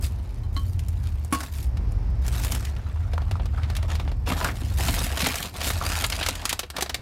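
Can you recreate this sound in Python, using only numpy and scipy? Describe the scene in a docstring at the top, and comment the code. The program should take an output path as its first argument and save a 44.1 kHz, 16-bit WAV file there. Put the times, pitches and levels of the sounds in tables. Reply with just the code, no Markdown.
"""Outdoors at night, a paper bag of empty drink cans held close to the microphone, for seven seconds.
One can taps another, ringing in decaying sines; a further can drops in, with a scratchy noise contact.
The grip shifts, the bag sags, sways and is swung round, its cans knocking as short hollow noise bursts.
Last it is gathered up: crackle from tiny random creases swells and stiff folds snap as noise bursts.
Throughout, a low rumble of wind and a wash of far traffic, both filtered noise, lie underneath."""
import sys
import numpy as np
from scipy import signal
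from scipy.fft import rfft, irfft
from scipy.io import wavfile
from scipy.ndimage import uniform_filter1d

SR = 44100
rng = np.random.default_rng(int(sys.argv[2]) if len(sys.argv) > 2 else 0)


def unload_audio(sound):
    """Save the sound as a 16-bit wav file, at the path given as the first command line argument."""
    columns = np.transpose(np.atleast_2d(sound))
    # keep every value between -1 and 1, then stretch to whole-number steps
    steps = np.round(np.clip(columns, -1, 1) * 32767)
    wavfile.write(sys.argv[1], SR, steps.astype(np.int16))


N = 309141  # samples


def amp(db):
    """Decibels to gain."""
    return 10 ** (np.asarray(db) / 20)


def evened(x):
    """Scales to rms 1."""
    return x / np.sqrt(np.mean(x ** 2) + 1e-20)


def steadied(x, seconds):
    """Holds the running rms at 1, leaving faster detail alone."""
    window = max(3, int(seconds * SR))
    return x / np.sqrt(abs(uniform_filter1d(x ** 2, window)) + 1e-12)


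def curve(rows, axis=1):
    """One column of a time table, interpolated at every sample."""
    rows = np.asarray(rows)
    return np.interp(np.arange(N) / SR, rows[:, 0], rows[:, axis])


def coloured(x, points):
    """Filters x by (frequency [Hz], level [dB]) points, falling away beyond both ends, to rms 1."""
    hz, db = np.transpose(points)
    f = np.fft.rfftfreq(len(x), 1 / SR) + 1  # the 1 Hz offset avoids log(0)
    gain = amp(np.interp(np.log(f), np.log(hz), db))
    ends = np.minimum(np.minimum(f / hz[0], hz[-1] / f), 1) ** 2
    return evened(irfft(rfft(x) * gain * ends, len(x)))


def add(mix, s, sound):
    """Mixes a sound in at s seconds, cut off at the end of the mix."""
    part = mix[max(0, round(s * SR)):][:len(sound)]
    part += sound[:len(part)]


def resonate(x, hz, width_hz):
    """A resonance whose centre may follow a curve: shift down to 0 Hz, smooth, shift back up."""
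    turn = np.exp(2j * np.pi * np.cumsum(hz * np.ones(len(x))) / SR)
    r = np.exp(-np.pi * width_hz / SR)
    return 2 * (turn * signal.lfilter([1 - r], [1, -r], x / turn)).real


def burst(colour, t60, rise, grit_db=2.0, size=8192):
    """A crowd of overlapping modes, struck by a quick stutter of slips; the treble dies first."""
    t = np.arange(size) / SR
    slips = evened(uniform_filter1d(rng.standard_normal(size), size=30))
    stutter = amp(grit_db * slips.clip(-2, 2))
    noise = coloured(rng.standard_normal(size) * stutter, colour)
    low = signal.sosfilt(signal.butter(1, 3000, fs=SR, output="sos"), noise)
    high = noise - low
    fall, onset = amp(-60 * t / t60), 1 - np.exp(-t / rise)
    # both bands outlast the nominal t60, the low one longest
    sound = onset * (low * fall ** 0.69 + high * fall ** 0.89)
    # keep the energy of the plain envelope
    return sound * np.linalg.norm(onset * fall) / np.linalg.norm(sound)


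# low rumble of wind and far traffic: (time [s], level [dB], centre of its boom [Hz])
RUMBLE_LEVELS = [(0, -23.5, 63), (.3, -31, 65.6), (.55, -25, 85.8), (1.15, -25, 74.4), (1.45, -35, 75),
                 (1.66, -23.5, 65.2), (2.25, -22.5, 59), (2.85, -28.5, 71.5), (3.02, -24, 80.7),
                 (4.1, -24, 73.4), (4.56, -30, 73), (4.74, -22.5, 65), (5.15, -28, 73.6), (5.5, -41, 72),
                 (5.72, -26.5, 80), (6.3, -32.5, 74), (6.65, -43.5, 77.4), (7, -37.5, 65.5)]
# spectrum of the rumble around the boom: (frequency [Hz], relative level [dB])
RUMBLE_SPECTRUM = [(24, -32), (31, -37), (40, 8.5), (58, 6), (108, 3.5), (155, -13), (210, -15.5),
                   (290, -25)]


def rumble():
    """Lumpy low noise with a boom of resonating noise whose centre wanders."""
    air = coloured(rng.standard_normal(N), RUMBLE_SPECTRUM)
    centre = curve(RUMBLE_LEVELS, axis=2)
    narrow = resonate(rng.standard_normal(N), centre, width_hz=9.9)
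    boom = evened(resonate(narrow, centre, width_hz=23))
    return amp(curve(RUMBLE_LEVELS)) * steadied(boom + air, 0.1055)


# street heard from far off: (time [s], level [dB])
STREET_LEVELS = [(0, -48.5), (.65, -51.5), (1.55, -51.5), (1.85, -45.5), (2.65, -47), (3.35, -59),
                 (4.2, -50), (6.35, -50), (6.68, -63), (7, -47)]
# spectrum of the street: (frequency [Hz], relative level [dB])
STREET_SPECTRUM = [(190, 0), (520, -10), (860, -10.5), (1400, -19.5), (2200, -22), (3300, -31.5),
                   (5300, -27.5), (7000, -41), (15500, -61)]


def street():
    """Far traffic, blended by distance into a smooth wash of noise."""
    return coloured(rng.standard_normal(N), STREET_SPECTRUM) * amp(curve(STREET_LEVELS))


def surroundings(x):
    """Short scatter from the pavement and nearby walls, as a decaying noise echo."""
    tail = burst([(150, 5), (1000, -1.5), (5000, -1.0), (16000, -2.5)], t60=0.15, rise=0.0016)
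    return signal.oaconvolve(x, tail / np.linalg.norm(tail))[:N]


# the whole bag bumping: (time [s], level [dB])
BAG_BUMPS = [(1.3253, -25.5), (2.521, -27.5), (4.2702, -25.5), (4.3028, -21.5), (4.487, -30), (4.611, -29),
             (4.8863, -23), (5.2234, -21), (5.2658, -30), (6.2867, -30)]
# spectrum of a bump: (frequency [Hz], relative level [dB])
BUMP_SPECTRUM = [(50, -76), (130, 12.5), (280, 11.5), (450, -11), (900, -14), (2500, -13)]


def bumps():
    """The bag itself thuds: dull bursts of noise with a soft onset."""
    out = np.zeros(N)
    for s, db in BAG_BUMPS:
        add(out, s, amp(db) * burst(BUMP_SPECTRUM, t60=0.11, rise=0.004))
    return out


# cans knocking, damped by the paper:
# (time [s], level before a 2 dB cut [dB], pitch [Hz], nominal t60 [s])
CAN_KNOCKS = [(1.3259, -20, 1160, 0.03), (1.326, -28, 646, 0.029), (3.179, -17, 1030, 0.017),
              (3.355, -26, 1040, 0.03), (3.575, -32.5, 1290, 0.1), (4.303, -25, 1010, 0.074),
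              (4.4112, -16.5, 1220, 0.033), (4.445, -17.5, 1400, 0.092), (4.452, -32.5, 567, 0.27),
              (4.486, -24, 1770, 0.067), (5.813, -24, 1080, 0.17), (6.04, -23, 1090, 0.055),
              (6.825, -19, 700, 0.023)]


def knocks():
    """Cans pressed in paper only give a short hollow tock, a noise burst peaking at the pitch."""
    out = np.zeros(N)
    for s, db, hz, t60 in CAN_KNOCKS:
        hollow = [(hz / 6, -15), (hz * 0.56, -9), (hz, 0), (hz * 1.27, -3), (hz * 1.58, -17), (hz * 10, -37)]
        add(out, s, amp(db - 2.0) * burst(hollow, t60, rise=0.00035))
    return out


# cans striking: (time [s], ring level [dB], scratchy contact level [dB],
# can [0 = lying in the bag, 1 = dropped in; also scales the waver])
CAN_CLINKS = [(0.435, -47.5, -51, 0.12), (0.5651, -27.5, -36, 0.44), (0.5743, -35.5, -42, 0.39),
              (1.3253, -17.5, -23, 1), (1.3343, -30, -27.5, 1), (1.347, -37, -24, 1), (1.4047, -47, -26, 1),
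              (1.4327, -41, -30, 0.9)]
# modes of the can lying in the bag: (frequency [Hz], level relative to the ring [dB], t60 [s])
LYING_CAN_MODES = [(281, -5, 0.17), (1105, -3, 0.12), (1320, -32.5, 0.95), (1670, -16, .09),
                   (2050, -4, 0.023), (3070, -12, 0.2), (3160, -12, 0.13), (3970, -14, 0.069),
                   (4080, -2.5, 0.064), (4270, -15, .06), (4340, -17, 0.11)]
# modes of the can dropped in: (frequency [Hz], level relative to the ring [dB], t60 [s])
DROPPED_CAN_MODES = [(262, -2, 0.12), (300, -8.5, 0.26), (1100, -1.5, 0.15), (1380, -33, 0.12),
                     (1410, -24, 0.13), (1530, -24, 0.27), (2240, -11, 0.069), (2440, -18, 0.097),
                     (2722, -23, 0.3), (2900, -20, 0.13), (3488, -23, 0.22), (4630, -26, 0.43),
                     (4740, -33, .07), (5600, -37, 0.15), (10260, -4.5, 0.054)]
# spectrum of the scratchy contact: (frequency [Hz], relative level [dB])
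CONTACT_SPECTRUM = [(100, -12), (400, 3), (1500, 7), (3000, -6.5), (6000, -1.5), (11000, -7), (16000, -12)]


def clinks():
    """Thin aluminium: a scratchy contact, then the wall modes and the air inside the can ring."""
    out = np.zeros(N)
    t = np.arange(SR // 2) / SR
    onset = 1 - np.exp(-t / 0.00016)
    for s, ring_db, contact_db, can in CAN_CLINKS:
        modes = DROPPED_CAN_MODES if can > .5 else LYING_CAN_MODES
        for hz, db, t60 in modes:
            # a can rattling against its neighbours wavers in phase, most in the high modes
            waver = resonate(rng.standard_normal(len(t)), 0, 60) * can * hz / 400
            ring = amp(ring_db + db - 60 * t / t60) * np.sin(2 * np.pi * hz * t + waver)
            add(out, s, ring * onset)
        add(out, s, amp(contact_db) * burst(CONTACT_SPECTRUM, t60=0.048, rise=0.00041))
    return out


# pushes and pulls on the paper: (time [s], length before release [s], crackle level [dB],
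# level of the flexing panels [dB], bright over dull crackle [dB])
# The bag is held open; from 1.3 s a can goes in and the hand draws back; from 2.2 s the grip shifts;
# from 2.7 s the bag sags and sways; from 4.25 s it is swung round, and from 4.75 s gathered up.
PAPER_STROKES = [(0.005, 0.041, -37.5, -48, 28), (0.077, 0.31, -60.5, -70, -9), (0.514, .22, -55, -75, 22),
                 (0.77, 0.51, -59.5, -62, -3), (1.023, 0.053, -50, -49.5, -8), (1.301, 0.17, -47, -49, 1),
                 (1.507, 0.13, -47, -54, 21), (2.212, 0.18, -48.5, -46.5, -4), (2.31, 0.26, -40.5, -44, 2),
                 (2.544, 0.15, -48.5, -48, -10), (2.709, 0.76, -62.5, -50, -22),
                 (3.496, 0.6, -60, -46.5, -26), (3.875, 0.048, -41.5, -35.5, -25),
                 (4.257, 0.064, -36, -29, -4), (4.346, .14, -39, -34.5, -2), (4.52, 0.24, -47, -49.5, -2),
                 (4.765, 0.29, -32.5, -34, 1), (5.053, 0.19, -39.5, -38.5, -4),
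                 (5.177, 0.13, -31.5, -43, -9), (5.285, 0.17, -34.5, -38, -3), (5.525, 0.48, -40, -41, -8),
                 (5.622, 0.062, -28.5, -33.5, 10), (5.826, 0.22, -32, -37, -6.5),
                 (6.097, 0.22, -36.5, -39, -15), (6.338, 0.19, -45, -42.5, -22),
                 (6.734, 0.064, -54, -38, -25)]
STROKE_ATTACK_S, STROKE_RELEASE_T60_S = 0.029, 0.18
IDLE_CRACKLE_DB, IDLE_PANEL_DB, IDLE_BRIGHT_DB = -67.5, -63, 1  # the held bag is never quite still


def stroke_powers(crackle_db, panel_db, bright_db):
    """Powers of dull crackle, bright crackle and panels, the crackle shared out by its brightness."""
    bright_share = 1 / (1 + amp(-bright_db) ** 2)
    crackle = amp(crackle_db) ** 2
    return np.array([[crackle * (1 - bright_share)], [crackle * bright_share], [amp(panel_db) ** 2]])


def handling():
    """Each stroke swells, holds and dies away; gives gains of dull crackle, bright crackle, panels."""
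    t = np.arange(N) / SR
    power = stroke_powers(IDLE_CRACKLE_DB, IDLE_PANEL_DB, IDLE_BRIGHT_DB)
    for start, length, crackle_db, panel_db, bright_db in PAPER_STROKES:
        attack = np.clip((t - start) / STROKE_ATTACK_S, 0, 1)
        release_time = np.clip((t - start - length) / STROKE_RELEASE_T60_S, 0, 2)
        release = np.exp(-np.log(1000) * release_time)
        power = power + stroke_powers(crackle_db, panel_db, bright_db) * (attack * release) ** 2
    return np.sqrt(power)


def creases(per_s, spread_db, t60, low_hz, high_hz, count=32, size=1024):
    """Countless tiny buckles of paper, each ringing its own small facet; a few are large."""
    t, out = np.arange(size) / SR, np.zeros(N)
    for hz in np.geomspace(low_hz, high_hz, count):
        fall = amp(-60 * t / (t60 * rng.uniform(1.0, 5.0)))
        facet = evened(resonate(rng.standard_normal(size), hz, 1.85 * hz)) * fall
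        sizes = amp(spread_db * np.minimum(rng.exponential(1, N), 4))
        buckles = rng.random(N) < per_s / count / SR
        out += signal.oaconvolve(sizes * buckles, facet)[:N]
    return steadied(out, 0.055)


def folding(x, depth_db):
    """As the bag changes shape, its resonances come and go in random patches of time and frequency."""
    z = signal.stft(x, nperseg=512, noverlap=384)[2]
    patches = rng.standard_normal(z.shape)
    for _ in range(2):
        patches = uniform_filter1d(patches, size=4, axis=0)
        patches = uniform_filter1d(patches, size=8, axis=1)
    patched = z * amp(depth_db * evened(patches))
    return signal.istft(patched, nperseg=512, noverlap=384)[1][:N]


# filter on the fine crackle: (frequency [Hz], relative gain [dB])
CRACKLE_FILTER = [(1200, -7.5), (2400, -1.5), (3600, -2), (7400, -2.5), (12300, -0.5), (16000, -9)]
# filter on the flexing panels: (frequency [Hz], relative gain [dB])
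PANEL_FILTER = [(150, 8), (250, 8), (400, 0), (600, 3.5), (1100, 0), (1700, -5), (2600, -11.5), (5000, -21)]


def rustle(dull_gain, bright_gain, panel_gain):
    """Fine crackle from the creases over the duller flexing of the bag's panels."""
    fine = creases(per_s=3000, spread_db=5.8, t60=.003, low_hz=1500, high_hz=15000)
    coarse = creases(per_s=800, spread_db=4, t60=.015, low_hz=250, high_hz=2500)
    # creases give way in clumps a few milliseconds long
    clumps = amp(1.3 * evened(uniform_filter1d(rng.standard_normal(N), size=200)))
    full = coloured(folding(fine * clumps, depth_db=2.5), CRACKLE_FILTER)
    treble = signal.sosfilt(signal.butter(1, 6000, "high", fs=SR, output="sos"), full)
    crackle = dull_gain * steadied(full - treble, 0.053) + bright_gain * steadied(treble, 0.098)
    tilted = np.diff(coarse, prepend=0) + .1 * coarse  # leans towards the treble
    flexing = folding(tilted * clumps, depth_db=3)
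    return crackle + panel_gain * steadied(coloured(flexing, PANEL_FILTER), 0.08)


SNAP_T60_S, SNAP_DULL_DB_PER_DOUBLING = 0.028, 40.5  # duller folds are larger and ring longer


def snap(body_db, treble_db):
    """A stiff fold pops through; the hollow of the bag answers briefly."""
    body = [(130, body_db - 5), (350, body_db - 4.5), (700, body_db + .5)]
    top = [(1800, 0), (4000, 0), (7000, treble_db + 4.0), (12500, treble_db - .5), (16000, treble_db - 9)]
    t60 = SNAP_T60_S * 2 ** (-treble_db / SNAP_DULL_DB_PER_DOUBLING)
    return burst(body + top, t60, rise=0.00071)


# large folds snapping through: (time [s], level before a 1 dB cut [dB],
# tilt of the hollow body [dB], tilt of the treble [dB])
LARGE_SNAPS = [(0.792, -32, -8, -5), (0.884, -33, -16, 3), (1.2467, -32.5, 16, 5), (1.77, -34, 5, -14.5),
               (1.919, -41, -12, 8), (2.264, -30.5, -2, 0), (2.28, -24, 4, 2), (2.435, -24.5, -7, -7),
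               (2.447, -20.5, -2, -1.5), (2.5197, -18, 4, -1), (2.5483, -23, 2, 3), (2.65, -28, -26, -6.5),
               (2.764, -37, -4, -16), (3.133, -24, 17, -15), (3.217, -31, 13, -18), (3.311, -24, 6, -14),
               (3.3958, -28, 18, -34), (3.456, -30.5, 9, -12), (3.632, -30.5, 1, -22), (3.7, -26, 8, -13),
               (3.751, -29, -5, -14), (3.7655, -23, 1, -7), (3.827, -28.5, 9, -13),
               (3.9528, -26.5, -5, -13), (3.9967, -24.5, 11, -18), (4.0766, -29.5, 9, -30),
               (4.1162, -29.5, 13, -18), (4.444, -17.5, -5, -5), (4.8843, -16.5, 8, -17),
               (5.1723, -17.5, 0, -10), (5.1933, -25, -7, -1), (5.2032, -18, 2, -23),
               (5.2194, -20, -8, -13), (5.242, -20.5, -18, -15), (5.2608, -13.5, -7, -18),
               (5.2677, -11.5, 27.5, 9.5), (5.2854, -28, 15, -17), (5.3548, -18.5, 1, -2),
               (5.606, -28, -6, -15), (5.6133, -19.5, -1, -13), (5.7022, -17.5, 3, -15),
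               (6.04, -13.5, -5.5, -13), (6.064, -21, -18, 14), (6.099, -19, -3, -3.5),
               (6.122, -17.5, -3, -17), (6.2105, -18, 5, -20), (6.2275, -18, -29, -24),
               (6.2628, -14.5, -7, -11), (6.286, -12.5, 2.5, -6.5), (6.353, -25, -30, -7),
               (6.4533, -12.5, -3.5, -5), (6.493, -14.5, -34, -5.5), (6.4998, -20, -20, -10),
               (6.507, -23, -7, -16), (6.5272, -13.5, 4.5, -5), (6.5919, -14.5, -4, -7.5),
               (6.6316, -25.5, 7, -21), (6.701, -25, 3, -6.5), (6.765, -19, -2, -12.5),
               (6.7832, -19, 10, -13), (6.8081, -18, -4, -7), (6.8229, -12.5, 4.5, -4),
               (6.86, -26.5, 4, -17), (6.8946, -19, 2, -13), (6.9438, -15, -2.5, -11)]
SMALL_SNAPS_PER_S = 20
SMALL_SNAP_OVER_DB, SMALL_SNAP_SPREAD_DB = 3.5, 2.5  # level above the crackle around them, its spread


def snaps(crackle_gain):
    """The large folds, and small ones at random that grow with the crackle around them."""
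    out = np.zeros(N)
    for s, db, body_db, treble_db in LARGE_SNAPS:
        add(out, s, amp(db - 1.0) * snap(body_db, treble_db))
    for at in np.flatnonzero(rng.random(N) < SMALL_SNAPS_PER_S / SR):
        strength, hollow, sharp = rng.standard_normal(3).clip(-2, 2)
        gain = crackle_gain[at] * amp(SMALL_SNAP_OVER_DB + SMALL_SNAP_SPREAD_DB * strength)
        add(out, at / SR, gain * snap(body_db=-23 + 2.3 * hollow, treble_db=-14 + 1.3 * sharp))
    return out


def scene():
    """The bag close by, its scatter from the surroundings, and the rumble and street behind."""
    dull, bright, panel = handling()
    paper = rustle(dull, bright, panel) + snaps(np.hypot(dull, bright))
    bag = paper + clinks() + knocks() + bumps()
    return (bag + amp(-15) * surroundings(bag) + rumble() + street())[None]


def record(dry):
    """The highest peaks are rounded off towards 0.34; then the treble is cut at 15850 Hz."""
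    rounded = dry / (1 + (dry / .34) ** 4) ** .25
    band_limit = signal.firwin(511, 15850, window=("kaiser", 9), fs=SR)
    return signal.oaconvolve(rounded, band_limit[None], "same")


dry = scene()
out = record(dry)
unload_audio(out)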